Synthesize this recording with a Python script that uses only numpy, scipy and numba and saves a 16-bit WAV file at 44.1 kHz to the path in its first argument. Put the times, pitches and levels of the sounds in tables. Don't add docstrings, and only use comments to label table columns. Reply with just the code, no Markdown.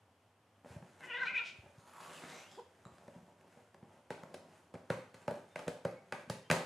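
import sys
import numpy as np
from scipy import signal
from scipy.fft import rfft, irfft
from scipy.io import wavfile
from scipy.ndimage import uniform_filter1d
from numba import njit

SR = 44100
rng = np.random.default_rng(int(sys.argv[2]) if len(sys.argv) > 2 else 0)


def master(y):
    cut = np.clip(np.atleast_2d(y).T, -1, 1)
    pcm = np.round(cut * 32767)
    wavfile.write(sys.argv[1], SR, pcm.astype(np.int16))


N = 293265
TIME = np.arange(N) / SR

# hz, level_db
AIR_SPECTRUM = [(18, -103), (30, -58), (64, -25), (102, -1), (129, -17), (304, -11.5), (337, -22.5),
                (374, -17), (437, -15.5), (794, -15.5), (2130, -26.5), (3230, -28), (3780, -35),
                (12200, -39), (15000, -40)]
AIR_DB = -70
# hz, t60_s, echo_db, side_over_mid_db
ROOM_BANDS = [(108, 0.46, -6.5, -35), (254, 0.31, 3.5, -24.5), (645, 0.41, 2, -13.5), (1800, 0.5, -5, -4),
              (4430, 0.49, -1, -6), (12000, 0.34, -1, -5)]

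# peak_s, rise_s, fall_s, rub_db, fur_db
SLIDES = [(0.725, 0.058, 0.051, -58, -61.5), (0.85, 0.031, 0.18, -67, -69.5), (1.04, 0.045, 0.05, -58, -61),
          (1.232, 0.042, 0.18, -59, -88), (1.63, 0.028, 0.1, -66, -71.5), (2.14, 0.13, 0.32, -55, -57),
          (3.12, 0.26, 0.12, -65, -70), (3.59, 0.12, 0.05, -67, -71.5), (3.85, 0.053, 0.022, -65, -92),
          (4.38, 0.2, 0.026, -59, -69)]
# hz, level_db
FUR_SPECTRUM = [(700, 1.5), (1500, 15.5), (2800, 6.5), (4500, -0.5), (6500, 1), (9000, -0.5), (12000, -7),
                (15000, -5)]
RUB_SPECTRUM = [(70, -66.5), (150, 7), (300, -0.5), (550, 2), (900, 2), (1600, -23), (3500, -51.5)]
STIR_FROM_S, STIR_RUB_DB, STIR_FUR_DB, STIR_UNEVEN_DB = 0.65, -69.5, -76.5, 3

# start_s, thump_db, knock_db, bed_pitch_ratio
PAW_FALLS = [(0.646, -50, -52, 1.8), (0.704, -44.5, -64, 0.74), (0.762, -37, -51.5, 0.9),
             (0.824, -46, -54.5, 1.13), (1.226, -55, -64, 1.4), (1.331, -53, -66, 1.6),
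             (1.586, -46.5, -80, 0.59), (1.659, -53, -59, 0.85), (1.78, -48, -76, 0.87),
             (2.859, -44, -58.5, 1.1), (2.92, -54, -57.5, 0.62), (3.08, -47.5, -50, 1.38),
             (3.16, -44.5, -76, 1.12), (3.227, -51.5, -76, 1.2), (3.571, -52, -56, 1.33),
             (3.744, -54, -55, 1.28), (3.827, -44.5, -55.5, 1.24), (4.233, -44, -47.5, 1.28),
             (4.752, -45, -46, 0.86), (5.67, -40, -43, 1.06), (6.275, -48, -78, 1.33),
             (6.521, -38.5, -34.5, 0.74)]
# start_s, level_db, pitch_ratio
CLAW_TICKS = [(0.647, -64, 0.53), (1.007, -54, 1.1), (2.982, -58, 0.51), (3.079, -57, 0.5),
              (3.41, -64, 1.07), (3.478, -65, 0.82), (3.571, -77, 0.57), (3.744, -57.5, 0.85),
              (3.836, -70, 1.1), (3.895, -65, 0.8), (4.234, -52.5, 0.65), (5.31, -46, 0.58)]

# start_s, level_db
SMACKS = [(2.853, -53.5), (2.869, -57.5)]
# hz, level_db, t60_s
SMACK_MODES = [(1230, 10, 0.012), (1520, -25, .014), (3900, 1, 0.018), (7400, 13, 0.0064)]
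# start_s, length_s, centre_hz, level_db
SQUEAKS = [(5.484, 0.087, 3605, -77), (5.946, 0.075, 2214, -68.5), (6.425, 0.086, 3120, -72.5)]

# time_s, pitch_hz, level_db
MEW_CONTOUR = [(2.566, 291.4, -72), (2.577, 382, -53), (2.587, 464, -46.5), (2.594, 496, -45),
               (2.602, 424, -48), (2.612, 334, -84)]
MEW_HARMONICS = [2.5, 0.5, -21, -34]

# time_s, throat_db, teeth_db, jaw_hz, tongue_hz, tongue_db
HISS_CONTOUR = [(1.77, -75, -73, 930, 2460, -15), (1.94, -56, -65, 1060, 2480, -21),
                (2.03, -52, -59, 1110, 2570, -2), (2.1, -58.5, -63.5, 1140, 2920, 13),
                (2.16, -57.5, -55.5, 1170, 2900, 10), (2.26, -63.5, -65, 740, 1830, 17.5),
                (2.35, -57, -56, 700, 2160, 12), (2.41, -67.5, -65, 746, 2450, 20),
                (2.46, -65.5, -76, 890, 2850, 21.5), (2.52, -70, -62, 1000, 3400, 8),
                (2.6, -72, -70.5, 1000, 3270, 13)]
# time_s, palate_hz, palate_db, edge_hz, edge_db, gap_hz, gap_db
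HISS_WHISTLES = [(1.8, 4100, -7, 6550, 5, 9250, 10), (1.95, 4600, -12, 7000, -2, 10200, -4),
                 (2.06, 4700, -3, 6800, 0, 9850, 6), (2.15, 3400, -11, 8240, 7, 10000, 13),
                 (2.24, 3500, -1, 7260, -11, 9300, -1), (2.3, 3900, 4, 5440, -4, 8100, -8),
                 (2.37, 3940, -3, 6040, 6, 7500, 1), (2.44, 4020, 5, 6200, 3, 7300, -8),
                 (2.51, 5170, 3, 7300, -5, 11100, 11), (2.58, 4600, 3, 7100, -2, 9800, -2)]
# hz, level_db
THROAT_SPECTRUM = [(300, -30), (700, -4.5), (1300, 4), (1900, -4.5), (2900, -8.5), (3800, -20), (5000, -44),
                   (8000, -16.5)]
TEETH_SPECTRUM = [(2500, -5.5), (3400, 4.5), (4300, 0.5), (5100, 0.5), (5900, -2), (7500, 0), (8700, -9),
                  (9900, -15), (11000, -15), (15000, -5)]

# time_s, level_db
CRY_EFFORT = [(1.004, -64), (1.043, -47), (1.076, -56), (1.1, -42.5), (1.13, -41), (1.158, -38),
              (1.195, -39.5), (1.236, -31.5), (1.248, -44), (1.264, -40.5), (1.279, -32), (1.305, -39.5),
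              (1.332, -45.5), (1.36, -31.5), (1.376, -29.5), (1.39, -37), (1.41, -41.5), (1.418, -38),
              (1.44, -50)]
# time_s, pitch_hz
CRY_PITCH = [(1.004, 540), (1.045, 492.4), (1.06, 527), (1.08, 470.4), (1.098, 501.5), (1.121, 455),
             (1.143, 497.2), (1.161, 477.2), (1.18, 544.3), (1.198, 479.3), (1.217, 536.2), (1.24, 487),
             (1.263, 449), (1.278, 484.6), (1.308, 544.5), (1.332, 461), (1.348, 516.7), (1.366, 475),
             (1.38, 495.8), (1.394, 449.4), (1.408, 494), (1.435, 455)]
# time_s, low_hz, mid_hz, mid_over_low_db, top_hz, top_over_low_db
CRY_MOUTH = [(1.04, 1800, 2740, -4, 3000, -29), (1.08, 1770, 2720, 2, 2980, -30),
             (1.118, 1700, 2650, 8, 3100, -21), (1.155, 1850, 2770, 1.5, 3340, -6.5),
             (1.2, 1700, 2740, -11, 3800, -6.5), (1.24, 1480, 2400, -34, 4000, -17),
             (1.26, 1480, 2280, -5, 4100, 7), (1.283, 1520, 2380, 17, 4030, 0.5),
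             (1.325, 1370, 2310, 13.5, 3370, -10), (1.365, 1940, 2270, 14.5, 3460, -1),
             (1.388, 1840, 2600, 13, 3660, 7), (1.405, 1370, 2470, 9.5, 3630, -1),
             (1.42, 1390, 2380, 13.5, 3450, -8)]
# time_s, pitch_jitter_share, rasp_0_to_1
CRY_ROUGHNESS = [(1.03, .03, .55), (1.1, .01, .22), (1.24, .01, .17), (1.28, .018, .34), (1.32, .035, .6),
                 (1.365, .012, .27), (1.39, .025, .5), (1.42, .02, .35)]
# hz, level_db
CRY_FOLDS_SPECTRUM = [(200, -1.5), (480, 3), (1000, 3.5), (2000, 2.5), (3000, 0.5), (4200, -11),
                      (5200, -24), (9000, -12)]
CRY_THROAT_SPECTRUM = [(250, -32), (500, -4.5), (1000, 4), (2000, 3), (3000, -28), (3600, -12), (6000, -5),
                       (12000, -18)]
# hz, level_db
SPIT_SPECTRUM = [(900, -24), (2000, -7), (2250, 0), (2400, 9), (2560, -1), (2900, 1), (3900, -8),
                 (6000, -13.5), (8000, -23), (13000, -39)]
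SPIT_DB = -21
# peak_s, rise_s, fall_s, level_db
PUFFS = [(1.261, 0.014, 0.0081, -54.5), (1.473, 0.029, 0.037, -49.5)]

# start_s, snap_db, thump_db, wall_flex_db, pad_knock_db, rim_clack_db, tear_db,
# snap_centre_hz, pad_pitch_ratio, pad_ring_ratio
SNAGS = [(0.658, -74, -66, -59, -51.5, -65, -79, 1300, 1, 0.62),
         (2.234, -54, -59, -51.5, -52, -64, -72, 1390, 1.27, 1),
         (4.104, -40, -51, -48.5, -40.5, -40, -46.5, 1700, 0.88, 1.1),
         (4.341, -54, -60, -56.5, -43.5, -69, -48.5, 1800, 1.02, 0.54),
         (4.739, -57, -50, -49.5, -45, -64, -59, 1290, 0.91, 1.1),
         (4.9013, -33, -34.5, -41, -29, -55, -42.5, 1430, 0.98, 1.03),
         (5.142, -56, -57, -65, -55, -68, -55, 1410, 0.94, 0.76),
         (5.279, -39, -42, -41.5, -33.5, -37.5, -50, 1830, 1.03, 1.1),
         (5.31, -67, -45.5, -64, -37.5, -48, -73, 1300, 0.89, 0.93),
         (5.558, -38.5, -56, -65, -40.5, -54, -48.5, 2320, 1.07, 0.7),
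         (5.59, -49.5, -58, -54, -48, -52, -50.5, 1760, 0.91, 1.3),
         (5.679, -43.5, -43.5, -41, -32.5, -51, -41, 1580, 0.91, 0.64),
         (5.85, -40, -37, -50, -31, -44, -49, 1590, .99, 1.4),
         (6.1229, -33.5, -54, -53.5, -43.5, -42, -44, 1850, 0.97, 0.86),
         (6.2977, -41.5, -37.5, -56, -37.5, -46, -36.5, 1700, 1, 0.58),
         (6.5003, -25, -33.5, -41, -32.5, -34.5, -34, 2030, 0.87, 0.93),
         (6.5121, -24, -34.5, -38.5, -32, -36, -26, 1860, 1.18, 0.6),
         (6.525, -41, -35.5, -44.5, -39, -54, -39, 1300, 0.93, 0.69)]
# hz, level_db, t60_s
BED_MODES = [(119.8, -2, 0.18), (156.2, 12, 0.058), (177, -7.5, 0.13)]
WALL_MODES = [(256, -6, 0.034), (425, -11, 0.025)]
RIM_MODES = [(630, -8.5, 0.028), (930, -3.5, 0.032)]
PAD_MODES = [(360, -37, 0.024), (481, -16, 0.15), (553.4, 17, 0.032), (624, -41, 0.069), (786, -7.5, 0.13)]
RIB_MODES = [(1316, 8, 0.018), (1620, 13.5, 0.0093), (2015, 4.5, 0.012), (2380, -0.5, 0.0085),
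             (2540, -4.5, 0.014), (3950, -15, 0.01)]
# hz, level_db
FIBRE_SPECTRUM = [(600, -46.5), (2000, 4), (4200, 3.5), (5600, 0), (8500, -1.5), (10500, -3.5),
                  (13000, -16), (15500, 7.5)]
SNAP_DB, SLIP_S, SLIP_HALVES_DB = -28, 0.00086, 18
DRAG_RUB_DB, DRAG_FUR_DB, DRAG_FOLLOWS = -51, -66, 0.45
DRAG_LAG_S, DRAG_RISE_S, DRAG_FALL_S = 0.0075, 0.011, 0.11
RIB_TOP_HZ = 2900
TOP_HZ = 15300


def undb(db):
    return 10 ** (np.asarray(db) / 20)


def unit(x):
    return x / np.sqrt(np.mean(x ** 2))


def curves(rows):
    s, *columns = np.transpose(rows)
    return [np.interp(TIME, s, c) for c in columns]


def during(rows):
    is_open = (TIME > rows[0][0]) & (TIME < rows[-1][0])
    return uniform_filter1d(1. * is_open, size=300)


def over_hz(rows, size):
    hz, *columns = np.transpose(rows)
    bins = np.log(np.fft.rfftfreq(size, 1 / SR) + 1)
    return [np.interp(bins, np.log(hz), c) for c in columns]


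def colour(x, points):
    size = 8192
    cepstrum = irfft(np.log(undb(over_hz(points, size)[0])))
    cepstrum[1:size // 2] *= 2
    cepstrum[size // 2 + 1:] = 0
    response = irfft(np.exp(rfft(cepstrum)))
    return signal.fftconvolve(x, response)[:len(x)]


def noise(points, grain_db=0):
    grains = np.minimum(rng.exponential(size=N // 16 + 1), 4)
    sizes = np.repeat(undb(grain_db * grains), 16)[:N]
    return unit(colour(rng.standard_normal(N) * sizes, points))


def walk(rate_hz):
    return unit(np.interp(TIME * rate_hz, np.arange(N), rng.standard_normal(N)))


def pops(per_s):
    return unit((rng.random(N) < per_s / SR) * rng.standard_normal(N))


def swell(s, rise_s, fall_s):
    return np.exp(-((TIME - s) / np.where(TIME < s, rise_s, fall_s)) ** 2)


def push(rise_s):
    t = TIME[:SR // 5] / rise_s
    return t * np.exp(-t)


@njit
def resonate(x, hz, width_hz):
    y, band, low = np.empty(len(x)), 0., 0.
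    for i in range(len(x)):
        g, k = np.tan(np.pi * hz[i] / SR), width_hz / hz[i]
        v = (band + g * (x[i] - low)) / (1 + g * (g + k))
        band, low, y[i] = 2 * v - band, low + 2 * g * v, k * v
    return y


def ring(force, modes):
    t = TIME[:len(force)]
    response = sum(undb(db - 60 * t / t60) * np.cos(2 * np.pi * hz * t) for hz, db, t60 in modes)
    return signal.fftconvolve(force, response)[:len(force)]


def retune(modes, pitch, ring_time=1):
    scatter, scatter_db = 0.018, 1.5
    return [(hz * pitch * (1 + scatter * rng.standard_normal()),
             db + scatter_db * rng.standard_normal(),
             t60 * ring_time) for hz, db, t60 in modes]


def add(track, s, x, db):
    i = int(s * SR)
    x = x * undb(db) / np.sqrt(uniform_filter1d(x ** 2, size=441).max())
    track[i:i + len(x)] += x[:N - i]


def stereo(mid, side):
    return np.array([mid + side, mid - side])


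def still_air(side_db=-84):
    side = noise([(60, -5.0), (300, -9.5), (1000, -1.5), (3000, -6.0),
                  (6000, -12.5), (12000, -15), (14000, -32.0)])
    return stereo(noise(AIR_SPECTRUM) * undb(AIR_DB + .5 * walk(17)), side * undb(side_db))


def echoes(x, first_s=0.0035, build_s=0.00042):
    size = 32768
    t = np.maximum(TIME[:size] - first_s, 0)
    _, echo_db, side_db = over_hz(ROOM_BANDS, size)
    spectra = rfft(rng.standard_normal((2, size)))
    levels = undb([echo_db, echo_db + side_db])
    tails = 0
    for k, (_, t60, _, _) in enumerate(ROOM_BANDS):
        band = over_hz([(row[0], j == k) for j, row in enumerate(ROOM_BANDS)], size)[0]
        decay = undb(-60 * t / t60) * (1 - np.exp(-t / build_s))
        tails = tails + irfft(spectra * band * levels) * decay / np.linalg.norm(decay)
    return signal.fftconvolve(x[None], stereo(*tails), axes=1)[:, :N]


def drag():
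    return sum(undb(DRAG_FOLLOWS * (snap - SNAP_DB)) * swell(s + DRAG_LAG_S, DRAG_RISE_S, DRAG_FALL_S)
               for s, snap, *_ in SNAGS)


def rustle(rub_db=-4, fur_db=-2):
    stir = (TIME > STIR_FROM_S) * undb(STIR_UNEVEN_DB * walk(14))
    moves = [(swell(*shape), rub, fur) for *shape, rub, fur in SLIDES]
    moves += [(drag(), DRAG_RUB_DB, DRAG_FUR_DB), (stir, STIR_RUB_DB, STIR_FUR_DB)]
    rub, fur = np.sqrt(sum(np.outer(undb(levels), shape) ** 2 for shape, *levels in moves))
    rubbing = noise(RUB_SPECTRUM, grain_db=3) * undb(2.5 * walk(45))
    crackle = noise(FUR_SPECTRUM, grain_db=3) * undb(1.5 * walk(45))
    return rubbing * rub * undb(rub_db) + crackle * fur * undb(fur_db)


def paws(thump_db=-5, knock_db=-2, ribs_db=-13, soft_hz=1700):
    out = np.zeros(N)
    for s, thump, knock, pitch in PAW_FALLS:
        scuff = push(0.0017)
        scuff = scuff * rng.standard_normal(len(scuff))
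        bed = [(hz * pitch, db, t60) for hz, db, t60 in BED_MODES]
        add(out, s, ring(push(0.00084), bed), thump + thump_db)
        add(out, s, ring(scuff, PAD_MODES), knock + knock_db)
        add(out, s, ring(scuff, RIB_MODES), knock + ribs_db)
    return signal.sosfilt(signal.butter(2, soft_hz, fs=SR, output="sos"), out)


def ticks(tick_db=-3, fibres_db=-14, contact_s=0.00094):
    out = np.zeros(N)
    for s, db, pitch in CLAW_TICKS:
        touch = push(contact_s)
        touch = touch * rng.standard_normal(len(touch))
        add(out, s, ring(touch, retune(RIB_MODES, pitch)), db + tick_db)
        add(out, s, colour(touch, FIBRE_SPECTRUM), db + fibres_db)
    return out


def small_sounds(rise_share=0.023):
    out = np.zeros(N)
    for s, db in SMACKS:
        add(out, s, ring(push(.00005), SMACK_MODES), db)
    for s, length_s, hz, db in SQUEAKS:
        envelope = np.hanning(int(length_s * SR))
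        glide_hz = hz * (1 + rise_share * np.linspace(-.5, .5, len(envelope)))
        add(out, s, envelope * np.sin(2 * np.pi * np.cumsum(glide_hz) / SR), db)
    return out


def mew():
    pitch, db = curves(MEW_CONTOUR)
    phase = 2 * np.pi * np.cumsum(pitch * (1 + .03 * walk(500))) / SR
    voice = sum(undb(h) * np.sin((k + 1) * phase) for k, h in enumerate(MEW_HARMONICS))
    gruff = undb(2.5 * walk(450))
    return unit(voice * gruff) * undb(db) * during(MEW_CONTOUR)


def hiss(throat_db=-1.5, teeth_db=-2.0, spittle_db=-6, jaw_db=4, whistles_db=2):
    throat, teeth, jaw_hz, tongue_hz, tongue_db = curves(HISS_CONTOUR)
    palate_hz, palate_db, edge_hz, edge_db, gap_hz, gap_db = curves(HISS_WHISTLES)
    wet_db, sputter_db = 2.8, 2.2
    air = noise(THROAT_SPECTRUM, wet_db) * undb(throat + throat_db)
    air = air + noise(TEETH_SPECTRUM, wet_db) * undb(teeth + teeth_db)
    spittle = unit(colour(pops(170), THROAT_SPECTRUM)) * undb(throat + spittle_db)
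    spittle = spittle + unit(colour(pops(170), TEETH_SPECTRUM)) * undb(teeth + spittle_db)
    air = (air + spittle) * undb(sputter_db * walk(90))
    # centre_hz, width_hz, level_db
    resonances = [(jaw_hz, 380., jaw_db),
                  (tongue_hz, 280., tongue_db),
                  (palate_hz, 350., palate_db + whistles_db),
                  (edge_hz, 560., edge_db + whistles_db),
                  (gap_hz, 560., gap_db + whistles_db)]
    out = air
    for hz, width_hz, db in resonances:
        tremble, flutter_db = 1 + .02 * walk(30), 2.5 * walk(45)
        out = out + undb(db + flutter_db) * resonate(air, hz * tremble, width_hz)
    return out / 2 * during(HISS_CONTOUR)


def cry(open_db=-17, gain_db=-2.0, shimmer_db=2.5, catch_db=2.6):
    (pitch,), (db,) = curves(CRY_PITCH), curves(CRY_EFFORT)
    low_hz, mid_hz, mid_db, top_hz, top_db = curves(CRY_MOUTH)
    jitter, rasp = curves(CRY_ROUGHNESS)
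    phase = 2 * np.pi * np.cumsum(pitch * (1 + jitter * walk(400))) / SR
    folds = unit(sum(np.cos(k * phase + k * k + .25 * walk(120)) * undb(shimmer_db * walk(90))
                     for k in range(1, 10)))
    pulsed_air = .7 * (1 + np.cos(phase)) * rng.standard_normal(N)
    sputter = pulsed_air + 2 * rasp * pops(500)
    source = colour(folds + rasp * sputter, CRY_FOLDS_SPECTRUM)
    voice = undb(open_db) * colour(source, CRY_THROAT_SPECTRUM)
    for hz, width_hz, share_db in [(low_hz, 620., 0), (mid_hz, 390., mid_db), (top_hz, 600., top_db)]:
        voice = voice + undb(share_db) * resonate(resonate(source, hz, width_hz), hz, width_hz)
    voice = voice / np.sqrt(uniform_filter1d(voice ** 2, size=500))
    catches = unit(undb(-catch_db * np.abs(walk(330)) ** 1.5))
    effort = undb(db + gain_db) * during(CRY_EFFORT)
    puffs = sum(undb(puff_db) * swell(*shape) for *shape, puff_db in PUFFS)
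    spit = effort * undb(SPIT_DB) + puffs
    return voice * catches * effort + noise(SPIT_SPECTRUM) * spit


def scrape(ribs_db=-62, fibres_db=-69):
    skips = pops(260)
    ribs = unit(ring(skips, RIB_MODES)) * undb(ribs_db)
    fibres = unit(colour(skips, FIBRE_SPECTRUM)) * undb(fibres_db)
    return (ribs + fibres) * drag()


def recoil(thump_db=1, knock_db=1, pad_lag_s=0.002243, bed_lag_s=0.0036, strain_db=-15, strain_s=0.00087):
    out = np.zeros(N)
    for s, _, thump, flex, knock, rim, _, _, pitch, ring_time in SNAGS:
        pad_s, bed_s = s + pad_lag_s, s + bed_lag_s
        pull = push(strain_s)[::-1]
        creak = ring(pull * rng.standard_normal(len(pull)), PAD_MODES)
        add(out, pad_s - len(pull) / SR, creak, knock + strain_db)
        add(out, pad_s, -ring(push(0.00024), retune(PAD_MODES, pitch, ring_time)), knock + knock_db)
        add(out, pad_s, -ring(push(0.00019), retune(RIM_MODES, 0.93)), rim)
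        add(out, bed_s, ring(push(0.00032), retune(WALL_MODES, 0.99)), flex)
        add(out, bed_s, ring(push(0.00047), BED_MODES), thump + thump_db)
    return out


def rips(snap_db=-4, focus_db=2, focus_hz=900., crumble_db=-19, crumble_s=0.0032, grain_db=2):
    out = np.zeros(N)
    soften = signal.butter(4, RIB_TOP_HZ, fs=SR, output="sos")
    for s, snap, *_, tear, centre_hz, _, _ in SNAGS:
        slip_s = SLIP_S * 2 ** ((SNAP_DB - snap) / SLIP_HALVES_DB)
        slip = push(slip_s) + undb(crumble_db) * push(crumble_s)
        grains = undb(grain_db * rng.exponential(size=len(slip)))
        cracks = slip * rng.standard_normal(len(slip)) * grains
        ribs = ring(cracks, retune(RIB_MODES, 0.94))
        ribs = ribs + undb(focus_db) * resonate(ribs, np.full(len(ribs), 1. * centre_hz), focus_hz)
        add(out, s, signal.sosfilt(soften, ribs), snap + snap_db)
        add(out, s, colour(cracks, FIBRE_SPECTRUM), tear)
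    return out


def scene(patterns=3, rip_echo_db=-5, knock_echo_db=-4, cat_echo_db=-1, cry_echo_db=-3, mew_echo_db=-6,
          cry_left_db=2.0):
    cats, call = hiss() + small_sounds() + rustle(), cry()
    steps, croak = paws() + ticks() + scrape(), mew()
    knocks = steps + recoil(knock_db=-1.0, strain_db=-9)
    body = cats * undb(cat_echo_db) + call * undb(cry_echo_db)
    body = body + knocks * undb(knock_echo_db) + croak * undb(mew_echo_db)
    room = 0
    for k in range(patterns):
        share = np.sqrt((1 + np.cos(2 * np.pi * (TIME / 1.15 - k / patterns))) / patterns)
        room = room + echoes(body * share + rips() * undb(rip_echo_db))
    placed_call = call * undb([[cry_left_db / 2], [-cry_left_db / 2]])
    return cats + placed_call + croak + steps + recoil() + rips() + room + still_air()


def record(dry, low_cut_hz=66, roll_off_hz=11800):
    band = signal.butter(4, [low_cut_hz, roll_off_hz], "band", fs=SR, output="sos")
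    lean = signal.sosfilt(band, dry)
    return signal.sosfilt(signal.ellip(10, .2, 80, TOP_HZ, fs=SR, output="sos"), lean)


dry = scene()
out = record(dry)
master(out)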